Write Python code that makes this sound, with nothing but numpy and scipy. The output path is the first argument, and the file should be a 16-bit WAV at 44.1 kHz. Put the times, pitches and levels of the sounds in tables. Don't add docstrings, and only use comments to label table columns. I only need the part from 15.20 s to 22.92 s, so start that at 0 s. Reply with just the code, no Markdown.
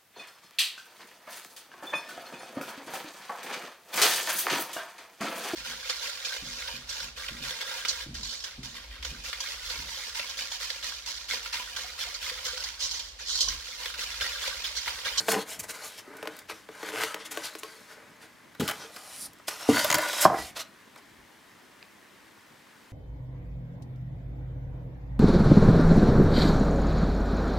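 import sys
import numpy as np
from scipy import signal
from scipy.fft import rfft, irfft, next_fast_len
from scipy.io import wavfile
from scipy.ndimage import uniform_filter1d

SR = 44100
rng = np.random.default_rng(int(sys.argv[2]) if len(sys.argv) > 2 else 0)


def undo_db(level):
    steps = np.asarray(level, float) / 20
    return 10 ** steps


def int16_out(signal):
    q = np.round(np.clip(np.atleast_2d(signal).T, -1, 1) * 32767)
    wavfile.write(sys.argv[1], SR, q.astype(np.int16))


N = 340452
TIME = np.arange(N) / SR


def unit(x):
    return x / np.sqrt(np.mean(x ** 2) + 1e-20)


def along(points, hz):
    f, v = np.transpose(points)
    return np.interp(np.log(hz + 1), np.log(f + 1), v)


def filtered(x, response):
    size = x.shape[-1]
    m = next_fast_len(size + 8192)
    return irfft(rfft(x, m) * response(np.fft.rfftfreq(m, 1 / SR)), m)[..., :size]


def coloured(x, spectrum):
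    return unit(filtered(x, lambda hz: undo_db(along(spectrum, hz))))


def resonant(modes):
    def response(f):
        total = 0
        for k, (centre, width, db) in enumerate(modes):
            drag = 1j * f * width
            total = total + (-1) ** k * undo_db(db) * drag / (centre * centre - f * f + drag)
        return total
    return response


def grit(grain_db, streak_db, count=10):
    unevenness = unit(uniform_filter1d(rng.standard_normal(N), size=40))
    beads = rng.standard_normal(N) * undo_db(grain_db * unevenness)
    z = signal.stft(beads, nperseg=512)[2]
    streaks = uniform_filter1d(rng.standard_normal(z.shape), size=3, axis=0)
    streaks = uniform_filter1d(streaks, size=count, axis=1)
    return unit(signal.istft(z * undo_db(streak_db * unit(streaks)), nperseg=512)[1][:N])


def ports(x, spread, bass_hz):
    hz, t, z = signal.stft(x, SR, nperseg=256)
    turn = np.exp(2j * np.pi * rng.random(z.shape))
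    scatter = undo_db(along(spread, hz) + 2)[:, None]
    side = signal.istft(z * turn * scatter, SR, nperseg=256)[1][:N]
    side = filtered(side, lambda f: f ** 3 / (f ** 3 + bass_hz ** 3))
    return np.array([x + side, x - side])


def room_hum():
    # [Hz, dB per Hz]
    hum_colour = [(120, -30), (200, -8), (300, -7.5), (500, -12.5), (700, -14), (1040, -10), (1320, -13),
                  (1650, -10), (2050, -11), (2500, -16), (3130, -17), (5500, -22), (16000, -31)]
    # [s, dB]
    hum_level = [(3.3, -57), (5.5, -56)]
    # [Hz, dB]
    diffuse = [(60, -19), (110, -5.5), (200, -1.5), (380, -3.5), (700, -4), (1290, -9), (2380, -6),
               (4400, -8.5), (8120, -8), (15000, -5)]
    hum = undo_db(np.interp(TIME, *np.transpose(hum_level))) * coloured(grit(.6, .8), hum_colour)
    return ports(hum, diffuse, 70) * undo_db([[.55], [-.55]])


def room_echo(foam):
    # [Hz, s]
    decays = [(150, 0.23), (1000, 0.33), (4000, 0.21), (12000, 0.13)]
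    hz, t, z = signal.stft(rng.standard_normal((2, SR // 2)), SR, nperseg=256)
    tail = signal.istft(z * undo_db(-60 * t / along(decays, hz)[:, None]), SR, nperseg=256)[1]
    tail = tail / np.linalg.norm(tail[0])
    return signal.fftconvolve(np.pad(foam, (300, 0))[None], tail, axes=1)[:, :N]


def handling():
    # [s, dB, dB]
    jolts = [
        (-.01, -43.5, -76),
        (3.405, -27, -48),
        (4.495, -27.5, -53),
        (5.058, -28, -58),
    ]
    # [s, dB, dB]
    shifts = [(.43, -55.5, -59), (1.07, -56, -83), (1.33, -67, -67), (1.8, -71, -84), (2.9, -55.5, -86),
              (3.65, -54, -71), (4.04, -53.5, -64), (4.74, -40.5, -72.5), (5.2, -49.5, -47),
              (6.0, -64, -61)]
    # [Hz, dB per Hz]
    deep_colour = [(15, -30), (35, -5), (70, 2.5), (110, -6), (300, -70.5)]
    thud_colour = [(50, -41), (100, -9.5), (220, -9.5), (320, -12), (700, -57)]
    held_thud_db, held_deep_db = -67.5, -78
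    power = undo_db([[held_thud_db], [held_deep_db]]) ** 2 * np.ones(N)
    for rows, rise, fall in ((jolts, 4000, 220), (shifts, 140, 140)):
        for s, thud_db, deep_db in rows:
            slope = np.where(TIME < s, rise, -fall)
            power += undo_db([[thud_db], [deep_db]]) ** 2 * undo_db(slope * (TIME - s)) ** 2
    thud, deep = np.sqrt(power)
    return deep * coloured(grit(1.5, 0.93), deep_colour) + thud * coloured(grit(5.4, 1.9), thud_colour)


def wrapping():
    # [s, dB]
    slide = [(3.72, -57), (3.77, -56), (3.786, -58.5), (3.958, -46), (4.02, -39), (4.066, -40.5),
             (4.09, -83)]
    # [Hz, dB per Hz]
    sheet = [(2060, -40), (3500, -24), (3920, -10), (5330, -7), (6500, -12), (7270, -5.5), (8000, -11),
             (9440, -0.5), (12000, -10.5), (16000, -24)]
    s, db = np.transpose(slide)
    gain = undo_db(np.interp(TIME, s, db, left=-120, right=-120))
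    return gain * coloured(grit(2, 2.4, count=40), sheet)


def knocks():
    # [s, dB, index]
    blows = [(0.083, -6, 0), (0.0889, -5, 0), (0.127, -27.5, 6), (0.163, -17, 6), (3.3968, -11.5, 1),
             (3.4084, -16, 1), (3.4162, -19, 1), (4.4895, 8.5, 2), (5.0522, 4.5, 3), (5.0597, 0, 3),
             (6.627, -29.5, 4), (0.877, -32, 5), (0.903, -34, 5), (0.952, -33, 5), (1.721, -30, 5),
             (1.737, -24, 5), (2.172, -12, 8), (2.352, -26.5, 8), (2.431, -23, 8), (2.445, -25, 8),
             (1.63, -27, 8), (1.2975, -29.5, 8), (3.645, -35, 5), (7.505, -47, 4), (0.098, -29, 0),
             (0.146, -14.5, 7), (0.132, -9, 7), (0.16, -15, 7), (0.175, -21, 7), (0.1859, -15.5, 7),
             (0.993, -33, 5), (1.029, -32, 5), (1.057, -30, 5), (1.312, -29.5, 5), (3.421, -11.5, 1),
             (3.44, -20, 1), (1.493, -37, 5), (1.944, -47, 5)]
    # [s, dB]
    rocks = [(5.072, -30), (5.084, -28), (5.099, -14.5), (5.117, -22), (5.13, -17.5), (5.142, -19.5),
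             (5.156, -28), (5.168, -29), (5.185, -27.5), (5.2, -29), (5.222, -34), (5.25, -50)]
    # [Hz, dB, s]
    rings = [
        [(204, -23.5, 0.32), (314, -33, 0.074), (450, -5, 0.019), (666, 3, 0.028), (3000, -4, 0.0094)],
        [(97, -23, 0.093), (130, 9, 0.037), (236, 5, 0.038), (289, -5, 0.09), (440, 6.5, 0.022),
         (845, -21, 0.06)],
        [(293, -8, 0.2), (236, -12, 0.2), (385, -1, 0.018), (750, -11, 0.025), (437, -11.5, 0.15)],
        [(178, -13.5, 0.12), (345, -5.5, 0.087), (765, -2, 0.075), (610, 1.5, 0.057), (1038, 8.5, 0.018),
         (1250, -5.5, 0.028), (1530, -3.5, 0.021)],
        [(1700, 4, 0.0056), (2600, 9, 0.0088), (3300, 4, .004), (4100, 6, 0.004), (5000, 2, 0.009),
         (6400, -11, 0.004)],
        [(299, -4, 0.16), (441, 3.5, 0.1)],
        [(192.5, 5.5, 0.15)],
        [(436, 3.5, 0.054), (778, 1, 0.03), (1650, -11, .03)],
        [(329, -7.5, 0.1), (437, -0.5, 0.041), (590, -13.5, .08), (700, -6.5, 0.062), (1120, -4, 0.055),
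         (1540, -5.5, 0.034)],
        [(350, 1, .06), (475, -1, 0.068), (707, 9.5, 0.041), (780, 13, 0.019), (1020, 6, 0.032),
         (1310, 0.5, 0.028), (1580, -3.5, 0.037), (1960, -8.5, 0.031)],
    ]
    still_s, still_t60 = .026, .02
    out, t = np.zeros(N + SR), np.arange(SR // 4) / SR
    rocking = [(s, db, len(rings) - 1) for s, db in rocks]
    for s, db, thing in list(blows) + rocking:
        spot_db = rng.normal(0, 2.5, size=10) * (db < -5)
        grip = 1 + rng.normal(0, .06) * (db < -15)
        swell = .45 if db > -5 else 1.2
        ring = np.zeros(len(t))
        for k, (hz, level, t60) in enumerate(rings[int(thing)]):
            mode = np.sin(2 * np.pi * hz * grip * t) * (1 - np.exp(-t * hz / swell))
            ring += (-1) ** k * undo_db(level + spot_db[k] - 60 * t / t60) * mode
        stilled_db = -60 * np.maximum(t - still_s, 0) / still_t60 * (thing == 2)
        out[round(s * SR):][:len(t)] -= undo_db(db - 12 + stilled_db) * ring
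    return out[:N]


def ticks():
    # [s, dB]
    torn = [(4.5327, -27.5), (4.5432, -24), (4.5494, -31), (4.559, -25), (4.569, -17.5), (4.579, -17),
            (4.5864, -29.5), (4.5975, -18.5), (4.608, -30.5), (4.617, -35.5), (4.803, -31), (4.81, -29.5),
            (4.824, -25), (4.8316, -31), (4.837, -30), (4.843, -30.5), (4.8494, -27.5), (4.8635, -27),
            (4.883, -34), (4.8905, -25.5), (4.8966, -26.5), (4.9163, -35), (4.941, -31), (4.951, -28),
            (4.967, -27), (4.976, -32), (4.9836, -22.5), (4.9934, -24), (5.005, -31), (5.018, -27.5),
            (5.023, -24.5), (5.03, -24), (5.0384, -22)]
    push, t = np.zeros(N), np.arange(SR // 200) / SR
    for s, db in torn:
        jab = rng.standard_normal(len(t)) + 1.2 * np.exp(-t / .0001)
        jab = jab * np.exp(-t / 0.0013)
        push[round(s * SR):][:len(t)] += undo_db(db + 14.5) * jab / np.linalg.norm(jab)
    return .04 * push, push


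def squeaks():
    # [s, s, dB, Hz]
    songs = [(2.25, 0.03, -48, 1520), (2.245, 0.025, -50, 2010), (2.29, .015, -51.5, 1600),
             (1.89, .04, -43, 1300), (3.5, 0.021, -41, 800), (3.495, 0.024, -41, 1230),
             (3.5, 0.022, -49, 1960), (.14, 0.027, -34.5, 780), (.13, .025, -39, 1500),
             (.17, .03, -36, 436), (4.83, 0.018, -37, 1000), (4.885, .02, -37.5, 1470),
             (4.66, 0.019, -34, 600), (4.79, 0.029, -34, 590), (.15, 0.057, -41.5, 310),
             (.15, .04, -40, 1000), (2.15, .08, -53, 302), (5.19, 0.047, -44.5, 1950),
             (5.25, 0.024, -45.5, 764), (.66, 0.023, -51, 1200), (.54, .03, -54, 2050),
             (.34, 0.064, -55, 656)]
    lead_s, width_hz = .1, 60
    out, t = np.zeros(N + SR), np.arange(SR // 4) / SR - lead_s
    for s, half, db, hz in songs:
        band = resonant([(hz, width_hz, 0)])
        tone = unit(filtered(rng.standard_normal(len(t)), lambda f: band(f) ** 2))
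        out[round((s - lead_s) * SR):][:len(t)] += undo_db(db) * np.exp(-(t / half) ** 4) * tone
    return out[:N]


def creaks():
    # columns start_s, end_s, slips_per_s, first_db, last_db, dullness_hz, direction (1 or -1)
    runs = [
        (0.1282, 0.198, 135, -17, -23, 1300, -1),
        (.143, .152, 133, -13, -13, 1800, -1),
        (1.7199, 1.74, 58.5, -24, -23, 2600, 1),
        (1.7506, 1.83, 118.3, -19, -15, 3000, 1),
    ]
    blunt = np.zeros(N)
    for start, end, rate, first_db, last_db, dull_hz, way in runs:
        chance = rng.standard_normal((40, 2))
        s = (np.arange(len(chance)) + 0.03 * chance[:, 0]) / rate
        db = np.interp(s + start, [start, end], [first_db, last_db]) + 1.5 * chance[:, 1]
        train = np.zeros(SR)
        train[np.round(np.abs(s) * SR).astype(int)] = (s < end - start) * undo_db(db)

        def soften(f):
            return SR / dull_hz / 4 * (1j * f / (300 + 1j * f)) / (1 + 1j * f / dull_hz) ** 2
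        blunt[round(start * SR):][:SR // 4] += filtered(np.sign(way) * train[:SR // 4], soften)
    edge = filtered(blunt, resonant([(2900, 500, 6)]))
    return 1.1 * blunt + edge, 0.4 * blunt


def slips():
    # [s, dB, dB, Hz]
    lid_slips = [(0.0836, -14.5, 0, 3000), (0.088, -10, -11.5, 3900), (1.0272, -23.5, -2, 2780),
                 (1.055, -29, -0.5, 2580), (1.073, -17.5, -8, 3000), (1.2972, -22, -10, 2720),
                 (1.488, -35, 4, 3520), (1.6292, -23.5, -3.5, 5640), (1.6881, -21, -10, 5570),
                 (1.8352, -8.5, -15.5, 2000), (1.8462, -18, -19, 2200), (1.9435, -14.5, -13.5, 2900),
                 (2.1733, -15.5, -27, 2970), (2.3514, -22, -13.5, 5000), (2.4329, -17.5, -22, 2970)]
    tray_slips = [(3.3485, -43, 7, 3830), (3.3976, -23, -14, 3270), (3.4037, -23, 2, 3320),
                  (3.4775, -15.5, -11.5, 3060), (3.4871, -16, -6, 3100), (3.4958, -19.5, 0, 3120),
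                  (3.5102, -20.5, -0.5, 3030), (3.7623, -30.5, 3, 4790), (4.1844, -47, -4, 7700),
                  (4.1954, -52.5, 13.5, 2970), (4.2812, -18.5, -2, 4840), (4.5585, -21.5, 4.5, 3690),
                  (4.5684, -26.5, 11, 3660), (4.5778, -23.5, 1.5, 2660), (4.592, -14.5, 2, 4600),
                  (4.5415, -32, 8, 2100), (4.5313, -22.5, 3, 2080), (4.93, -20, 0, 3230),
                  (4.422, -36.5, 4.5, 1990), (3.4075, -22.5, -5, 3150), (5.7584, -42.5, 7, 3800)]
    chatter = [(4.701, -9.5, -1.5, 6700), (4.7128, -10.5, -7, 6760), (4.7254, -9.5, -4, 6700),
               (4.7514, -10.5, -6, 6800)]
    crinkles = [(0.1171, -16, 1, 2950), (0.9677, -40.5, -5, 9000), (1.1657, -39.5, -12, 4400),
                (1.1887, -32, -24, 4540), (4.1315, -43.5, -20, 5650), (4.7424, -10, 0.5, 4800),
                (4.7824, -19, 8, 3270), (4.6445, -15.5, 3.5, 3480)]
    # rows, fizz dB above the ring, t60 s, ring sharpness dB, crack over spray
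    kinds = [(lid_slips, -20, .036, 5, 9), (tray_slips, -11, .042, 11, 2.5),
             (chatter, -14, .028, 12, 2.5), (crinkles, -3, .042, 7, 3)]
    snap, push, t = np.zeros(N + SR), np.zeros(N + SR), np.arange(SR // 12) / SR
    crack = t / .00006 * np.exp(1 - t / .00006)

    def dull(f):
        return 1 / (1 + 1j * f / 7500) ** 2

    def fizz_tone(f):
        return ((1j * f / 7500) ** 2 * dull(f)) ** 2 / (1 + 1j * f / 11000) ** 2

    for rows, fizz_db, t60, sharp_db, sudden in kinds:
        for s, db, block_db, ring_hz in rows:
            fade = undo_db(-60 * (t / (0.49 * t60)) ** 2.9 - 25 * t / t60)
            spray = rng.standard_normal((3, len(t))) * fade
            body = resonant([(ring_hz, 330, sharp_db)])

            def ring_tone(f):
                treble = (1j * f / (2200 + 1j * f)) ** 2
                return treble * (1.5 + body(f)) * dull(f) / (1 + 1j * f / 9500)
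            ring = filtered(spray[0] + sudden * crack, ring_tone)
            fizz = filtered((spray[2] + 1.8 * crack) * undo_db(-60 * t / t60), fizz_tone)
            kick = spray[1] + sudden ** 2 / 4 * t / 0.0005 * np.exp(-t / 0.0003)
            at = round((s + .0007) * SR)
            snap[at:][:len(t)] += undo_db(db - 3.5) * ring / np.abs(ring).max()
            snap[at:][:len(t)] += undo_db(db + fizz_db + 5.0) * fizz / np.abs(fizz).max()
            push[at:][:len(t)] += undo_db(db + block_db + 13.0) * kick / np.linalg.norm(kick)
    return snap[:N], push[:N]


def strokes():
    # [s, s, dB, dB, dB]
    slow_rubs = [(-.02, 0.227, -53, -40.5, -4), (0.265, 0.446, -59, -68, 5),
                 (.45, 0.657, -61.5, -46.5, -1.5), (.65, 0.813, -52, -53, -7),
                 (0.832, 1.094, -66.5, -59.5, 7.5), (1.11, 1.222, -57, -60, 3), (1.338, 1.48, -54, -71, -4),
                 (1.503, 1.704, -63.5, -43, 4), (1.724, 1.822, -47, -38.5, 1),
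                 (1.816, 1.934, -36, -49.5, -3), (1.92, 2.127, -55, -67, 8.5),
                 (2.14, 2.504, -46.5, -62.5, -3.5), (2.44, 2.74, -53.5, -62.5, -3),
                 (2.762, 3.39, -65.5, -84.5, 8), (3.414, 3.73, -43, -59, -3),
                 (3.741, 4.074, -52.5, -55, -4.5), (4.1, 4.26, -84, -81, -5.5),
                 (4.305, 4.393, -40.5, -50.5, -4.5), (4.396, 4.494, -44, -46, -5.5),
                 (4.49, 4.528, -34.5, -38, -1.5), (4.529, 4.6, -35.5, -31.5, -6),
                 (4.598, 4.7, -33, -37.5, -4), (4.686, 4.796, -48, -39.5, 5.5),
                 (4.803, 4.867, -37.5, -38, 1.5), (4.874, 4.953, -35.5, -38.5, -7),
                 (4.939, 5.052, -39, -28, -8.5), (5.068, 5.19, -57, -46.5, 5.5),
                 (5.183, 5.306, -40, -49, -14)]
    edge_s, fizz_db = 0.0084, -3
    power = np.zeros((3, N))
    for start, end, first_db, last_db, block_db in slow_rubs:
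        near = slice(max(round((start - .1) * SR), 0), round((end + .1) * SR))
        t = TIME[near]
        contact = (np.tanh((t - start) / edge_s) - np.tanh((t - end) / edge_s)) / 2
        db = np.interp(t, [start, end], [first_db, last_db]) + [[0], [fizz_db], [block_db]]
        power[:, near] += contact * undo_db(db) ** 2
    return power


def rubbing():
    # [s, dB, dB, dB, s]
    short_rubs = [(0.004, -39.5, -2, -2.5, 0.01), (0.106, -31, -10, 0, 0.029), (0.31, -43, -14, 1.5, 0.037),
                  (.345, -49, -9, -4, 0.013), (0.4, -39.5, -13, 5, 0.0081), (0.439, -45, 0, 2, 0.01),
                  (0.5, -39.5, -6, 2, 0.014), (.55, -47.5, -5, -1.5, 0.018), (0.654, -46.5, -21, 4, 0.029),
                  (0.787, -44.5, -10.5, -4, 0.014), (1.303, -42.5, -1, -7, 0.016),
                  (2.01, -45.5, -19, -21, 0.02), (2.059, -42.5, -11, -4, 0.012),
                  (2.119, -40.5, -6, 2, 0.01), (2.252, -39.5, -8.5, -2, 0.025),
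                  (2.392, -55, -17.5, 11, 0.0079), (2.715, -55, -0.5, -4, 0.032),
                  (3.031, -53.5, -3.5, -5, 0.022), (3.622, -46, -8, -23, 0.036),
                  (4.285, -34.5, -15, 0, 0.0093), (5.023, -33, -14, 10, 0.016),
                  (5.371, -37.5, -6, -7.5, 0.013), (5.403, -36, -9.5, -5, 0.014),
                  (5.781, -55, -2, -8, 0.0093)]
    # [Hz, dB per Hz]
    scuff_colour = [(1400, -17.5), (2300, -5), (3200, -3.5), (5400, -5), (7500, -18), (10000, -16.5),
                    (16500, -56)]
    fizz_colour = [(4000, -24), (6500, 1.5), (9000, -1), (12000, -3), (14500, -8), (16500, -16.5)]
    power = strokes()
    for top, db, block_db, fizz_db, fall in short_rubs:
        near = slice(max(round(top * SR) - SR // 8, 0), round(top * SR) + SR // 8)
        late = TIME[near] - top
        pace = np.where(late < 0, 0.62 * fall, fall)
        level = undo_db([[db], [db + fizz_db], [db + block_db]])
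        power[:, near] += level ** 2 * np.exp(-(late / pace) ** 2)
    scuff, fizz, block = np.sqrt(np.abs(power))
    surface = scuff * coloured(grit(0.88, 3.13, count=14), scuff_colour)
    surface += fizz * coloured(grit(2.77, 2.0, count=12), fizz_colour)
    light = coloured(grit(3.2, 1.7), [(200, -6.0), (600, 5.0), (1500, 2.0), (20000, -4.5)])
    return surface, block * light


def blocks(push):
    # columns pitch_hz, width_hz, level_db
    lid = [(192, 7.4, -7.5), (309.7, 17.4, 2.5), (440, 26.6, 9), (619, 83, 4.5), (810, 210, 2.5),
           (1060, 265, 3), (1232, 48, 8.5), (1517, 214, 7.5), (2002, 180, 7.5), (2210, 300, 3.5)]
    tray = [(330, 75, -10.5), (431, 12, -3), (616, 230, -7), (804, 81, -3), (970, 220, -7.5),
            (1228, 44, 0.5), (1445, 180, -4.5), (1995, 110, -4.5), (2250, 120, -10)]
    pressed_tray = [(310.7, 16, -8), (591, 62, -1.5), (733, 90, -7.5), (982, 93, -2), (1184, 37, -2),
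                    (1467, 88, 2), (1820, 81, -4), (2030, 109, -2.5), (2720, 44, -14.5), (3176, 38, -5.5)]
    swap_s, press_s, land_s = 3.3, 4.48, 5.05
    grid = np.linspace(0, SR / 2, num=4000)
    pressed = (TIME >= press_s) & (TIME < land_s)
    out = np.zeros(N)
    for modes, held in ((lid, TIME < swap_s), (tray, (TIME >= swap_s) & ~pressed), (pressed_tray, pressed)):
        response = resonant(modes)
        out += filtered(push * held, response) / np.sqrt(np.mean(np.abs(response(grid)) ** 2))
    return out


def scene():
    # [s, dB]
    pan = [(0.0, 1), (1.06, 1.2), (2.74, 2), (2.92, 0), (4.9, 0.29), (5.04, -0.72), (5.35, -1), (5.6, 0)]
    # [Hz, dB]
    spread = [(60, -20), (500, -16), (1000, -20), (2000, -19), (4000, -13), (8000, -11), (15000, -11)]
    surface, push = np.sum([rubbing(), slips(), creaks(), ticks()], axis=0)
    foam = surface + blocks(push) + wrapping() + knocks() + squeaks()
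    echo = room_echo(foam)
    pan_db = np.interp(TIME, *np.transpose(pan)) / 2
    near = ports(foam + undo_db(-13.0) * echo[0] + handling(), spread, 130)
    near = near * undo_db([pan_db, -pan_db]) + undo_db(-49.0) * echo
    return near + room_hum()


def low_pass(x):
    return signal.sosfilt(signal.butter(12, 15840, fs=SR, output="sos"), x)


def record(dry):
    bass_hz, top_hz = 45, 15900
    heard = filtered(dry, lambda f: (1j * f / (bass_hz + 1j * f)) / np.sqrt(1 + (f / top_hz) ** 60))
    heard = heard / (1 + np.abs(heard / .98) ** 6) ** (1 / 6)
    return low_pass(heard)


dry = scene()
out = record(dry)
int16_out(out)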